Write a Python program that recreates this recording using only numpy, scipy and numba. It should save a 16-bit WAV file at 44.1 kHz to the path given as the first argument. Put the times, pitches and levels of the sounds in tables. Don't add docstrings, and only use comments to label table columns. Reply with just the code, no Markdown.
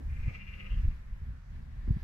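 import sys
import numpy as np
from scipy import signal
from scipy.fft import rfft, irfft
from scipy.io import wavfile
from scipy.ndimage import uniform_filter1d, map_coordinates
from numba import njit

SR = 44100
rng = np.random.default_rng(int(sys.argv[2]) if len(sys.argv) > 2 else 0)


def field_ratio(decibels):
    return 10 ** (np.asarray(decibels, dtype=float) / 20)


def wav_record(signal):
    frames = np.transpose(np.atleast_2d(signal))
    bounded = np.clip(frames, -1, 1)
    quanta = np.round(bounded * 32767).astype(np.int16)
    wavfile.write(sys.argv[1], SR, quanta)


N = 89743
T = np.arange(N) / SR

# t/s, pulse rate f/Hz, effort level/dB, mouth resonance f/Hz, chest share level/dB
BLEAT = [
    (.06, 161.5, -46.5, 2160, -9.5),
    (.2, 172.6, -57.5, 2275, -9),
    (.3, 175.3, -54.5, 2260, 2),
    (.42, 180.4, -59, 2440, -4),
    (.55, 181.5, -58.5, 2466, -0.5),
    (.66, 178.9, -58, 2530, 6),
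    (.75, 170.4, -61.5, 2790, 6.5),
    (.84, 167.8, -65.5, 2380, 11.5),
    (.99, 164.7, -52.5, 2104, 6),
]
MOUTH_WIDTH_HZ = 620


def level(x, db):
    return x * field_ratio(db) / np.sqrt(np.mean(x ** 2))


def curve(table, column=1):
    table = np.array(table, float)
    return np.interp(T, table[:, 0], table[:, column])


@njit
def svf(x, hz, width):
    y, b, l = np.empty(len(x)), 0., 0.
    for i in range(len(x)):
        g, k = np.tan(np.pi * hz[i] / SR), width / hz[i]
        v = (b + g * (x[i] - l)) / (1 + g * (g + k))
        b, l, y[i] = 2 * v - b, l + 2 * g * v, k * v
    return y


def band(x, hz, width_hz):
    hz = hz + np.zeros(N)
    return svf(svf(x, hz, 1. * width_hz), hz, 1. * width_hz)


def walk(rate):
    k = int(SR / rate)
    steps = np.repeat(rng.standard_normal(N // k + 1), k)
    return 0.88 * uniform_filter1d(uniform_filter1d(steps, k), k)[:N]


def coloured(colour, flicker_db, rate):
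    colour, f = np.array(colour, float), np.fft.rfftfreq(N, 1 / SR) + 1
    gain_db = np.interp(np.log(f), np.log(colour[:, 0]), colour[:, 1])
    shaped = rfft(rng.standard_normal(N)) * field_ratio(gain_db)
    half_octave = 2 * np.log2(f / 16)
    out = 0
    for k in range(22):
        share = np.clip(1 - abs(half_octave - k), 0, 1)
        out = out + irfft(shaped * share, N) * field_ratio(flicker_db * walk(rate))
    return level(out, 0)


def late(x):
    return map_coordinates(x, [np.arange(N) - .00078 * SR], mode="mirror")


@njit
def folds(hz, stretch, size):
    pulses, phase, p, k = np.zeros(len(hz) + 1), np.empty(len(hz)), 0., 0
    for i in range(len(hz)):
        step = hz[i] * stretch[k] / SR
        p += step
        if p >= 1:
            p, k = p - 1, k + 1
            pulses[i] += size[k] * p / step
            pulses[i + 1] += size[k] * (1 - p / step)
        phase[i] = p
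    return pulses[:-1], phase


def glottis(tremble):
    jitter, shimmer_db, breath_db, tremble_pitch = .017, 2.5, -4, .01
    chance = rng.standard_normal((600, 2)).T
    rate_hz = curve(BLEAT) * (1 + tremble_pitch * tremble)
    pulses, phase = folds(rate_hz, 1 + jitter * chance[0], field_ratio(shimmer_db * chance[1]))
    breath = np.exp(-phase / .5) * rng.standard_normal(N)
    return level(pulses - pulses.mean(), 0) + level(breath, breath_db)


def vocal_tract(source):
    # f/Hz, width f/Hz, level/dB
    throat = [
        (500, 81, -13.5),
        (1180, 170, -11),
        (1550, 220, -32),
    ]
    air_db, lips_db, tongue_db, lips_open_s = -36.5, -3, 1, .3
    mouth_hz = curve(BLEAT, column=3)
    mouth = band(band(source, mouth_hz, MOUTH_WIDTH_HZ), mouth_hz, 1400)
    air = field_ratio(air_db) * band(source, 5400, 2700)
    lips = field_ratio(lips_db) * band(source, 1.14 * mouth_hz, 340)
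    tongue = field_ratio(tongue_db) * band(source, 2060, 300)
    opened = np.clip((T - BLEAT[0][0]) / lips_open_s, 0, 1) ** 2
    chest = 0
    for hz, width, db in throat:
        chest = chest + field_ratio(db) * np.sqrt(MOUTH_WIDTH_HZ / width) * band(source, hz, width)
    return mouth + air - opened * (lips + tongue) + chest * field_ratio(curve(BLEAT, column=4))


def scatter(voice):
    scatter_db, t60_s = 7, .075
    shade_hz, shade_width_hz, shade_db = 2520, 420, 3
    lag = np.arange(SR // 5) / SR
    tail = rng.standard_normal((2, len(lag))) * field_ratio(-60 * lag / t60_s)
    tail = tail / np.sqrt((tail ** 2).sum(axis=1, keepdims=True)) * field_ratio(scatter_db)
    heard = np.array([late(voice), voice]) + signal.fftconvolve(voice[None], tail)[:, :N]
    favoured = svf(heard[1], np.full(N, 1. * shade_hz), 1. * shade_width_hz)
    heard[1] = level(heard[1] + field_ratio(shade_db) * favoured, 0) * heard[1].std()
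    return heard


def chest_hum():
    # t/s, f/Hz, level/dB
    hum_line = [
        (.34, 190, -57),
        (.43, 202.7, -57),
        (.52, 200.7, -66),
        (.61, 195.6, -59),
        (.72, 196, -59),
    ]
    fade = np.clip(np.minimum(T - hum_line[0][0], hum_line[-1][0] - T) / 0.049, 0, 1)
    loudness = field_ratio(curve(hum_line, column=2) + 2.89 * walk(22))
    cycles = np.cumsum(curve(hum_line) * (1 + .025 * walk(18))) / SR
    hum = np.sqrt(2) * fade * loudness * np.sin(2 * np.pi * cycles)
    return np.array([late(hum), hum])


def sheep():
    tremble_hz, tremble_peak_s, tremble_from_s, tremble_db = 16.2, .538, .238, 11
    flutter_hz, flutter_peak_s, flutter_db = 29, .2, 8
    effort_rise_s, effort_fall_s, pan_db = .2, .27, 5
    full = np.clip((T - tremble_from_s) / 0.036, 0, 1)
    tremble = (1.3 - 2 * abs(np.sin(np.pi * tremble_hz * (T - tremble_peak_s)))) * full
    flutter = np.cos(2 * np.pi * flutter_hz * (T - flutter_peak_s)) * (1 - full)
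    rise = np.clip((T - BLEAT[0][0]) / effort_rise_s, 0, 1)
    fall = np.clip((BLEAT[-1][0] - T) / effort_fall_s, 0, 1)
    effort_db = curve(BLEAT, column=2) + tremble_db / 2 * tremble + flutter_db / 2 * flutter
    voice = level(vocal_tract(glottis(tremble)), 0) * rise * fall * field_ratio(effort_db)
    pan = field_ratio(np.array([[1], [-1]]) * pan_db / 2 - 6)
    return scatter(voice) * pan + chest_hum()


def knocks():
    # t/s, peak level/dB, push length t/s
    pushes = [(0.067, -32, 0.014), (0.11, -32.5, 0.02), (0.133, -38, 0.013), (0.206, -31, 0.024),
              (0.264, -25, 0.012), (0.282, -23.5, 0.0051), (.722, -26, .012), (.741, -29, 0.0063),
              (0.777, -25, 0.014), (0.801, -31, 0.015), (0.838, -25, 0.0091), (0.853, -19.5, 0.0068),
              (0.885, -19.5, 0.016), (1.132, -32, .012), (1.889, -25, 0.0089), (1.909, -17, 0.0048),
              (1.924, -24, 0.013), (1.961, -32, 0.012), (1.969, -26.5, 0.0036)]
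    ring_width, edge_db, edge_share = 1, -13, 0.33
    out = 0
    for at, db, length in pushes:
        u = (T - at) / length
        swing = np.cos(np.pi * u) * np.exp(-(u / ring_width) ** 2)
        edge = field_ratio(edge_db) * np.exp(-(u / edge_share) ** 2)
        out = out - field_ratio(db) * (swing + edge)
    return out


def body_rattle():
    # t/s, level/dB, decay t/s
    rattles = [
        (.003, -46, 0.016),
        (0.264, -49, 0.034),
        (.85, -49, 0.0095),
        (1.876, -38.5, .035),
        (1.96, -56, 0.011),
    ]
    shake = 0
    for at, db, decay in rattles:
        attack = np.clip((T - at) / 0.0013, 0, 1)
        shake = shake + field_ratio(db) * attack * np.exp(-np.clip(T - at, 0, None) / decay)
    return shake * level(band(rng.standard_normal(N), 235, 132), 0)


def rumble():
    # t/s, level/dB
    gust = [(0, -46), (.1, -36), (.22, -37), (.3, -40), (.45, -44), (.69, -43), (.76, -34), (.88, -33),
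            (.95, -39), (1.07, -45), (1.17, -46), (1.27, -37), (1.45, -48), (1.52, -37), (1.7, -42),
            (1.84, -39), (1.92, -37), (2.03, -42)]
    # f/Hz, level/dB per Hz
    wind = [(12, -29), (20, -4.5), (70, -5.5), (129, -15), (155, -19), (247, -31), (361, -46.5),
            (450, -60.5), (580, -76), (990, -120)]
    flicker_db, side_db = 2.5, -27
    mid = coloured(wind, flicker_db, 13.48) * field_ratio(curve(gust)) + knocks() + body_rattle()
    side = level(np.gradient(coloured(wind, flicker_db, 8.6)), 0) * field_ratio(curve(gust) + side_db)
    return np.array([late(mid) + side, mid - side])


def scuffs():
    # t/s, level/dB, length t/s, brightness level/dB
    rubs = [
        (0.02, -60, 0.015, -40),
        (0.309, -60.5, .025, -34),
        (0.347, -66.5, 0.019, -0.5),
        (.6, -78, .01, -19),
        (1.553, -78.5, .03, 2),
    ]
    # f/Hz, level/dB per Hz
    thud = [(250, -6), (420, 5.5), (750, 6), (1500, -52)]
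    swish = [(900, -14), (3000, 24), (8000, -1), (16000, -32.5)]
    dull, bright = 0, 0
    for at, db, length, brightness_db in rubs:
        puff = field_ratio(db) * np.exp(-((T - at) / length) ** 2)
        dull = dull + puff
        bright = bright + puff * field_ratio(brightness_db)
    return dull * coloured(thud, 0.92, 9) + bright * coloured(swish, 0.33, 11)


def grass():
    # f/Hz, level/dB per Hz
    field = [(180, -51.5), (300, -19), (404, -7.5), (544, -1.5), (782, -4), (1470, -7), (1760, -5.5),
             (3300, -17.5), (15600, -36.5)]
    # t/s, level/dB
    swell = [
        (0.0, -75),
        (0.37, -70.5),
        (0.41, -75.5),
        (0.82, -71),
        (1.03, -80),
        (1.26, -76.5),
        (1.42, -84),
        (1.57, -76.5),
        (1.66, -81),
        (2.03, -71),
    ]
    # f/Hz, level/dB per Hz
    rustle_colour = [(210, -20), (350, -9.5), (738, -17.5), (1290, -19), (1740, -9), (2670, -22.5),
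                     (5550, -31), (7870, -38), (15600, -39.5)]
    hiss = field_ratio(-67) * coloured(field, 3.6, 8.87)
    return hiss + field_ratio(curve(swell) + 11.5) * coloured(rustle_colour, 3.2, 11.9)


def pasture():
    # f/Hz, left minus right level/dB
    balance = [(60, 10.5), (110, -17), (200, 1.5), (380, -1), (700, -3), (1290, 2.5), (2380, 0.5),
               (4400, -2.5), (8120, -2.5), (15000, 3)]
    alike_hz = 700
    left, right = grass() + scuffs(), grass() + scuffs()
    f = np.fft.rfftfreq(N, 1 / SR)
    alike = 1 / (1 + (f / alike_hz) ** 3)
    pan = field_ratio(np.interp(f, *np.array(balance, float).T) / 2)
    shared = rfft(late(right)) * np.sqrt(alike)
    own = rfft(left) * np.sqrt(1 - alike)
    return np.array([irfft((shared + own) * pan, N), irfft(rfft(right) / pan, N)])


def insects():
    # f/Hz, level/dB
    whistles = [(4700, -91.5), (5001, -97), (5410, -97), (5733, -97.5)]
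    from_s, rise_s, gain_db = 1.78, .1, 10
    rise = np.clip((T - from_s) / rise_s, 0, 1)
    tones = 0
    for hz, db in whistles:
        loudness = field_ratio(db + gain_db + 2 * walk(25))
        cycles = np.cumsum(hz * (1 + .0008 * walk(27))) / SR
        tones = tones + loudness * np.sin(2 * np.pi * cycles)
    return rise * tones * np.array([[1.], [.7]])


def scene():
    return sheep() + rumble() + pasture() + insects()


def roll_off(x):
    return signal.sosfilt(signal.butter(12, 15730, fs=SR, output="sos"), x)


def record(dry):
    return roll_off(dry)


dry = scene()
out = record(dry)
wav_record(out)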